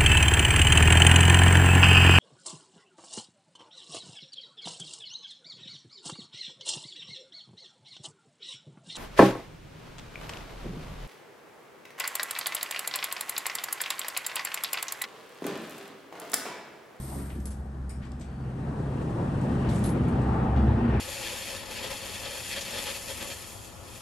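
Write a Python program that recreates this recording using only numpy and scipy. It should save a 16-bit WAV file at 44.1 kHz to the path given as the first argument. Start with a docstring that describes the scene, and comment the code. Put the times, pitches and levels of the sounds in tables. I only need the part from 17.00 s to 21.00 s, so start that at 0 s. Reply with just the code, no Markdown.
"""Someone carries a phone across a lobby and out through automatic glass sliding doors.
First come a swish, soft steps and the clinks of small metal pieces ringing in their modes.
A double click follows; the drive whines and the rollers rumble as the panels gather speed.
As the gap widens, the throb of an idling engine and the wash of traffic swell, and the metal jingles.
Last, a car passes and low booms rise as the walker steps outside."""
import sys
import numpy as np
from scipy import signal
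from scipy.fft import rfft, irfft
from scipy.io import wavfile
from scipy.ndimage import uniform_filter1d

SR = 44100
rng = np.random.default_rng(int(sys.argv[2]) if len(sys.argv) > 2 else 0)


def generate_wav(signal):
    """Clip the signal to [-1, 1] and save it as 16-bit WAV at the path in sys.argv[1]."""
    frames = np.transpose(np.atleast_2d(signal))
    scaled = np.clip(frames, -1, 1) * 32767
    pcm = np.round(scaled).astype(np.int16)
    wavfile.write(sys.argv[1], SR, pcm)


N = 176400
TIME = np.arange(N) / SR
CLICK_RISE_S = 0.0014


def amp(db):
    """Amplitude ratio of a level in decibels."""
    return 10 ** (np.asarray(db) / 20)


def unit(x):
    """Normalisation to rms 1."""
    return x / np.sqrt(np.mean(x ** 2) + 1e-20)


def spectrum_at(table, hz, column=1):
    """Interpolation of a table in log frequency."""
    table = np.array(table)
    return np.interp(np.log(hz + 1), np.log(table[:, 0] + 1), table[:, column])


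def envelope_at(table, t, column=1):
    """Linear interpolation of a table in time."""
    table = np.array(table)
    return np.interp(t, table[:, 0], table[:, column])


def resonances(table, hz):
    """Power summation of resonance peaks, in dB."""
    powers = (amp(db) ** 2 / (1 + (2 * (hz - centre) / width) ** 2) ** 1.5 for centre, width, db in table)
    return 10 * np.log10(sum(powers))


def add(mix, start, sound):
    """Superposition of a sound on the mix from a start time in seconds."""
    part = mix[:, max(round(start * SR), 0):][:, :sound.shape[1]]
    part += sound[:, :part.shape[1]]


def drift(rate_hz):
    """Random modulation: low-passed noise of rms 1."""
    hz = np.fft.rfftfreq(N, 1 / SR)
    return unit(irfft(rfft(rng.standard_normal(N)) * np.exp(-(hz / rate_hz) ** 2), N))


def noise(colour, size=N):
    """Spectral shaping: two uncorrelated noises, mid and side, of density colour(hz) in dB/Hz."""
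    hz = np.fft.rfftfreq(size, 1 / SR)
    return irfft(rfft(rng.standard_normal((2, size))) * amp(colour(hz)), size) * np.sqrt(SR / 2)


def burst(colour, t60, rise_s):
    """Exponential damping: coloured noise rises, then falls 60 dB in t60 seconds."""
    t = TIME[:SR // 2]
    return unit(noise(colour, size=len(t))) * np.minimum(t / rise_s, 1) * amp(-60 * t / t60)


def lobby_echo(x):
    """Reverberation: reflections from glass and tile merge into a short diffuse tail."""
    tail = burst(lambda f: -10 * np.log10(1 + (f / 9000) ** 2), t60=0.37, rise_s=0.011)
    return signal.fftconvolve(x, tail / np.linalg.norm(tail[0]), axes=1)[:, :N]


# microphone pair (frequency [Hz], coherence [0-1], left phase lead [rad], left minus right [dB])
MIC_PORTS = [(20, 1, 0, 0), (130, .995, 0, .5), (330, .95, 0, 0), (550, .65, .4, .7), (850, .35, 1.2, 3.5),
             (1150, .3, 0, 3.8), (1700, .5, .2, .3), (2300, .2, .9, 4), (3800, .62, .6, 2.4),
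             (5300, .4, .6, 4.6), (6300, .62, .2, 1.6), (7200, .5, 1, 3), (8500, .94, 0, .3),
             (9300, .83, -1.4, .4), (10200, .98, -3.1, 0), (11200, .82, -4.9, 0), (12000, .98, -6.2, 0)]
def microphone_pair(x):
    """Partial coherence: two ports add and subtract the side signal, each with its own phase and gain."""
    size = N + 4096
    hz = np.fft.rfftfreq(size, 1 / SR)
    coherence, lead, balance = (spectrum_at(MIC_PORTS, hz, column=k) for k in (1, 2, 3))
    mid, side = rfft(x, size)
    mid *= np.sqrt((1 + coherence) / 2)
    side *= np.sqrt(np.maximum(1 - coherence, 0) / 2)
    lean = amp(balance / 2) * np.exp(.5j * lead)
    return irfft(np.array([(mid + side) * lean, (mid - side) / lean]), size)[:, :N]


# still air of the lobby (frequency [Hz], density [dB/Hz])
AIR_SPECTRUM = [(20, -79), (42, -64.5), (56, -69.5), (76, -59.5), (90, -63.5), (115, -65.5), (160, -66),
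                (220, -67.5), (300, -76), (520, -84), (820, -86), (1050, -87.5), (1800, -91.5),
                (2100, -101), (4000, -107), (6500, -110), (11200, -109), (12500, -132)]
def lobby_air():
    """Stationary noise: the room's steady floor, strongest in the bass."""
    return noise(lambda f: spectrum_at(AIR_SPECTRUM, f))


# traffic under the canopy (frequency [Hz], density [dB/Hz])
TRAFFIC_SPECTRUM = [(20, -74), (40, -67), (58, -47), (72, -49), (86, -52.5), (112, -44), (160, -54.5),
                    (235, -49.5), (310, -60), (400, -59.5), (560, -69), (800, -65.5), (1000, -71.5),
                    (1800, -76.5), (2100, -81.5), (2700, -83.5), (4000, -93), (6500, -107), (11000, -111),
                    (12500, -134)]
# gain on the street's sound (time [s], rumble [dB], tyre roar [dB], treble [dB])
DOORWAY_GAIN = [(0, -26, -16, -43), (1.3, -24.5, -15.5, -15.5), (1.6, -14.5, -12.5, -9.5),
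                (1.72, -10, -5.5, -9.5), (2.12, -9, -6.5, -6.5), (2.22, -6, -2.5, -7.5),
                (2.7, -2.5, -1.5, 0), (3.0, -.5, -2.5, -3), (3.35, -1.5, 4.5, -2.5), (3.52, -0.5, 3, -4),
                (3.66, 0.5, 2.5, -2), (3.85, -.5, 3.5, -0.5), (4, -1.5, 1.5, 1.5)]
def traffic():
    """Transmission through an aperture: the widening gap admits the street, the treble gaining most."""
    frames = dict(fs=SR, nperseg=1024, noverlap=768)
    hz, t, wash = signal.stft(noise(lambda f: spectrum_at(TRAFFIC_SPECTRUM, f)), **frames)
    band_hz = [280, 700, 3000]
    shares = [np.interp(np.log(hz + 1), np.log(band_hz), row)[:, None] for row in np.eye(3)]
    gain_db = sum(share * envelope_at(DOORWAY_GAIN, t, column=k) for k, share in enumerate(shares, 1))
    # the level wanders in patches of pitch and time, least in the rumble
    patches = uniform_filter1d(rng.standard_normal(wash.shape[1:]), size=10, axis=0)
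    patches = unit(uniform_filter1d(patches, size=12, axis=1))
    patch_db = (1.5 - shares[0]) * patches
    _, admitted = signal.istft(wash * amp(gain_db + patch_db), **frames)
    flutter_db = 0.7 * drift(28)
    return admitted[:, :N] * amp(flutter_db)


# tyre resonances (frequency [Hz], width [Hz], peak density [dB/Hz])
TYRE_PEAKS = [(776, 44, -58.5), (875, 38, -56.5), (1140, 340, -67.5)]
def passing_car(nearest_s=3.42, half_width_s=.2):
    """Attenuation with distance: tyres sing on the road, loudest as the car passes nearest."""
    return noise(lambda f: resonances(TYRE_PEAKS, f)) / (1 + ((TIME - nearest_s) / half_width_s) ** 2)


# harmonics of the idling engine (time [s], fundamental level [dB], octave level [dB])
IDLE_LEVELS = [(0, -43, -42), (0.2, -38.5, -45), (0.5, -36.5, -51.5), (0.9, -37.5, -44.5),
               (1.33, -44, -49.5), (1.41, -40, -37), (2.0, -49, -36), (2.55, -61, -32.5), (2.8, -48, -36),
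               (3.05, -37, -31.5), (3.48, -32, -31.5), (3.66, -21.5, -34.5), (3.72, -24.5, -30),
               (3.85, -39, -43), (4, -24.5, -33)]
def engine(firing_hz=66.05, waver_hz=1.47, throb_db=1.1):
    """Periodic excitation: slightly uneven firing gives a wavering fundamental and its octave."""
    phase = 2 * np.pi * np.cumsum(firing_hz + waver_hz * drift(4.6)) / SR
    mid = np.zeros(N)
    for harmonic in (1, 2):
        level_db = envelope_at(IDLE_LEVELS, TIME, column=harmonic) + throb_db * drift(6.2)
        mid += np.sqrt(2) * amp(level_db) * np.sin(harmonic * phase)
    return np.array([mid, np.zeros(N)])


# drones of the entrance (frequency [Hz], width [Hz], indoor level [dB], outdoor level [dB])
DRONE_BANDS = [(197, 8.8, -55.5, -67.5), (208.5, 4, -54.5, -41), (237.8, 7, -57.5, -42),
               (331.9, 6.9, -60, -46), (1864, 50, -82, -59.5)]
def entrance_drones():
    """Narrow-band noise is heard as pitch; its outdoor share enters with the street's rumble."""
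    out = np.zeros((2, N))
    admitted = amp(envelope_at(DOORWAY_GAIN, TIME))
    for hz, width, indoor_db, outdoor_db in DRONE_BANDS:
        band = unit(noise(lambda f: -20 * np.log10(1 + (2 * (f - hz) / width) ** 2)))
        out += band * (amp(indoor_db) + amp(outdoor_db) * admitted)
    return out


# booms at the threshold (time [s], duration [s], frequency [Hz], wander width [Hz], peak level [dB])
BOOM_SWELLS = [(3.516, .3, 116, 20, -30.5), (3.571, 0.13, 213.5, 6.4, -26.5),
               (3.677, 0.24, 238.1, 12.8, -30)]
def booms():
    """Narrow resonance: low, wandering tones swell and fade as the walker steps outside."""
    out = np.zeros((2, N))
    for start, length, hz, width, db in BOOM_SWELLS:
        arch = np.sin(np.pi * np.clip((TIME - start) / length, 0, 1))
        phase = 2 * np.pi * np.cumsum(hz + width / 2 * drift(18.6)) / SR
        out[0] += np.sqrt(2) * amp(db) * arch * np.sin(phase)
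    return out


# a swish, like cloth brushing (frequency [Hz], density [dB/Hz])
SWISH_SPECTRUM = [(100, -87), (350, -75), (800, -84), (1100, -81), (1500, -93), (2000, -88), (2500, -95),
                  (5000, -93), (6800, -96), (8500, -84), (10800, -84), (12000, -87.5), (12900, -100)]
def swish(hold_s=0.16, fall_db_per_s=56, grain_db=0.88):
    """Random amplitude modulation lends grain to a bright noise that holds, then fades."""
    fade_db = -fall_db_per_s * np.maximum(TIME - hold_s, 0)
    return noise(lambda f: spectrum_at(SWISH_SPECTRUM, f)) * amp(fade_db + grain_db * drift(150))


# footfalls and scuffs (time [s], level [dB], t60 [s], centre [Hz], half-width [octaves], rise [s])
FOOTFALLS = [(.117, -36.5, 0.11, 740, 0.29, .01), (.15, -34.5, 0.39, 265, 0.48, 0.0049),
             (.183, -54.5, 0.99, 1400, 0.74, 0.0029), (0.299, -49, 0.13, 2160, 0.54, .004),
             (.36, -37.5, 0.12, 313, 0.55, 0.0016), (.896, -53, 0.14, 2070, 0.37, .004),
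             (1.015, -40.5, 0.13, 1830, 0.8, 0.033), (1.19, -42.5, 0.12, 370, .4, .004),
             (1.21, -56.5, 0.18, 2820, 0.71, .003), (1.672, -38, 0.074, 690, 0.35, 0.0022),
             (2.18, -39, 0.26, 700, 0.63, .004), (2.227, -40, 0.06, 670, 0.27, .002),
             (2.688, -45.5, .1, 4000, 0.46, .002), (2.838, -47.5, 0.14, 3900, 0.43, .004),
             (3.56, -47.5, 0.22, 2340, 0.74, 0.0033), (3.692, -31, 0.054, 750, 0.33, 0.0017)]
def steps():
    """Damped impact and friction: soles on floor and mat each excite one broad band of noise."""
    out = np.zeros((2, N))
    for start, db, t60, hz, octaves, rise_s in FOOTFALLS:
        def colour(f):
            band_db = -20 * np.log10(1 + (np.log2((f + 1) / hz) / octaves) ** 2)
            return band_db - 10 * np.log10(1 + (f / (2 * hz)) ** 2)
        add(out, start, amp(db) * burst(colour, t60, rise_s))
    return out


# ticks of shoes and door gear (time [s], level [dB], t60 [s], emphasised frequency [Hz])
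TICK_EVENTS = [(0.295, -57, 0.096, 5870), (0.351, -61, 0.091, 4400), (.40, -59, 0.11, 6000),
               (1.049, -59, 0.18, 4000), (1.118, -45, 0.016, 6900), (1.196, -56, 0.087, 8000),
               (1.209, -51, 0.13, 6200), (2.41, -55, 0.092, 7000), (3.215, -57, 0.13, 8400),
               (3.958, -71, .1, 8200)]
# their common spectrum (frequency [Hz], relative level [dB])
TICK_SPECTRUM = [(900, -6), (2200, 11), (3200, 9), (4600, 9.5), (6100, 8), (7200, 8), (8200, 15), (9200, 1),
                 (10200, -1), (11400, 4), (12800, -30)]
def ticks(ripple_db=1.5, tilt_db_per_octave=5.5):
    """Hard impact: brief contact gives a broad spectrum, coloured by each tick's uneven resonances."""
    out = np.zeros((2, N))
    grid_hz = np.arange(0, 14000, 300)
    for start, db, t60, hz in TICK_EVENTS:
        peaks_db = ripple_db * rng.standard_normal(len(grid_hz))
        def colour(f):
            tilt_db = tilt_db_per_octave * abs(np.log2((f + 1) / hz))
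            return spectrum_at(TICK_SPECTRUM, f) + np.interp(f, grid_hz, peaks_db) - tilt_db
        add(out, start, amp(db) * burst(colour, t60, CLICK_RISE_S))
    return out


def chatter(size, contacts_per_s=350):
    """A Poisson process: small contacts of random strength at random moments."""
    return rng.standard_normal(size) * (rng.random(size) < contacts_per_s / SR)


# modes of small metal pieces, like keys (frequency [Hz], relative level [dB], t60 [s])
METAL_MODES = [(4400, -11.5, .05), (5173, -16, 0.12), (6460, -12, .1), (6850, -15, .09), (7500, -23, 0.093),
               (8290, -12, .1), (8790, -11, 0.11), (8915, -17, .12), (11000, 4.5, 0.091), (11400, -11, .05),
               (11700, -18, .04)]
def metal_ring(contacts):
    """Modal vibration: every contact excites the same set of damped sinusoids."""
    t = TIME[:SR // 4]
    phases = rng.uniform(0, 2 * np.pi, (len(METAL_MODES), 2, 1))
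    ring = sum(amp(db - 60 * t / t60) * np.sin(2 * np.pi * hz * t + phase)
               for (hz, db, t60), phase in zip(METAL_MODES, phases))
    ring *= np.minimum(t / CLICK_RISE_S, 1)
    return signal.fftconvolve(contacts[None], ring, axes=1)[:, :len(contacts)]


# metal scraping on metal (frequency [Hz], relative level [dB])
SCRAPE_SPECTRUM = [(1000, 4), (2500, -3.5), (4500, -2.5), (6000, -0.5), (8000, 3.5), (11200, -2.5),
                   (12100, -12), (12800, -26)]
# clinks (time [s], level [dB], t60 of scrape and rebounds [s], ring gain [dB])
CLINK_EVENTS = [(0.4552, -40, 0.037, -1.5), (0.469, -50, 0.18, -2), (.505, -50.5, 0.23, -3),
                (2.693, -45.5, 0.09, -20), (2.747, -48, 0.25, -16), (2.79, -60, .1, 3),
                (2.839, -46, 0.094, 5), (2.857, -51, 0.19, 12), (2.89, -54, 0.12, 10),
                (3.081, -56.5, 0.21, 1)]
def clinks(rebound=.35, grit_db=2):
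    """Impact and rebound: each strike scrapes, and its dying bounces set the metal ringing."""
    out, t = np.zeros((2, N)), TIME[:SR // 2]
    for start, db, t60, ring_db in CLINK_EVENTS:
        contacts = (t == 0) + rebound * chatter(len(t)) * amp(-60 * t / t60)
        scrape = burst(lambda f: spectrum_at(SCRAPE_SPECTRUM, f), t60, CLICK_RISE_S)
        scrape *= amp(grit_db * drift(400)[:len(t)])
        ring = metal_ring(contacts / np.linalg.norm(contacts))
        add(out, start, amp(db) * (scrape + amp(ring_db) * ring))
    return out


# the pieces rattle together (time [s], duration [s], level [dB])
RATTLE_EVENTS = [(2.686, .14, -51.5), (2.818, 0.096, -51)]
def rattles(grit_db=2, ring_db=-11):
    """Sliding friction: dense contacts between the pieces merge into an even jingle."""
    arches = sum(amp(db) * np.sqrt(np.maximum(1 - (2 * (TIME - start) / length - 1) ** 2, 0))
                 for start, length, db in RATTLE_EVENTS)
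    scrape = unit(noise(lambda f: spectrum_at(SCRAPE_SPECTRUM, f)) * amp(grit_db * drift(200)))
    ring = unit(metal_ring(chatter(N)))
    return arches * (scrape + amp(ring_db) * ring)


# a double click, like a catch letting go (time [s], level [dB], t60 [s])
CATCH_SNAPS = [(.893, -45.5, 0.086), (0.904, -47.5, 0.12)]
# its resonances (frequency [Hz], width [Hz], relative level [dB])
CATCH_PEAKS = [(3900, 660, -18), (4920, 260, -3), (5380, 240, -3), (6900, 270, -4), (8000, 300, -3),
               (8900, 430, -1), (9360, 510, 0), (11400, 600, -11)]
def catch():
    """Impulsive excitation: two quick snaps ring the high resonances of a small part."""
    out = np.zeros((2, N))
    for start, db, t60 in CATCH_SNAPS:
        add(out, start, amp(db) * burst(lambda f: resonances(CATCH_PEAKS, f), t60, CLICK_RISE_S))
    return out


def drive_whine(length_s=.24, hz=4520, half_width_hz=105, level_db=-73.5):
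    """Narrow-band noise: the door's drive sounds a brief, faint high pitch."""
    size = round(length_s * SR)
    band = unit(noise(lambda f: -20 * np.log10(1 + ((f - hz) / half_width_hz) ** 2), size))
    return amp(level_db) * band * signal.windows.tukey(size, .3)


# rollers on their track at full speed (frequency [Hz], density [dB/Hz])
ROLLER_SPECTRUM = [(40, -67), (85, -73), (115, -59), (170, -50), (220, -64.5), (270, -57), (400, -64),
                   (650, -68.5), (1200, -77), (2200, -104), (4000, -99), (6500, -102), (8800, -100),
                   (11200, -102), (12500, -132)]
def sliding_door(start_s=1.195, full_speed_s=2.21, slowing_s=2.68, rest_s=4.33, flutter_db=1):
    """Rolling noise: rumble and hiss grow with the panels' speed; the drive whines as they set off."""
    speed = np.interp(TIME, [start_s, full_speed_s, slowing_s, rest_s], [0, 1, 1, 0])
    out = noise(lambda f: spectrum_at(ROLLER_SPECTRUM, f)) * speed * amp(flutter_db * drift(32))
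    add(out, start=1.24, sound=drive_whine())
    return out


def scene():
    """Superposition: close, nearly dry metal, more reverberant knocks, the door and the street beyond."""
    metal = clinks() + rattles()
    knocks = ticks() + catch() + steps()
    echo = lobby_echo(amp(-14) * metal + amp(-6.5) * knocks)
    indoors = lobby_air() + swish() + metal + knocks + echo
    door = sliding_door()
    outdoors = engine() + entrance_drones() + traffic() + passing_car() + booms()
    return microphone_pair(indoors + door + outdoors)


def record(dry):
    """Band limiting: the phone's low-pass filter removes the highest treble."""
    low_pass = signal.firwin(511, cutoff=12760, window=("kaiser", 9), fs=SR)
    return signal.oaconvolve(dry, low_pass[None], "same")


dry = scene()
out = record(dry)
generate_wav(out)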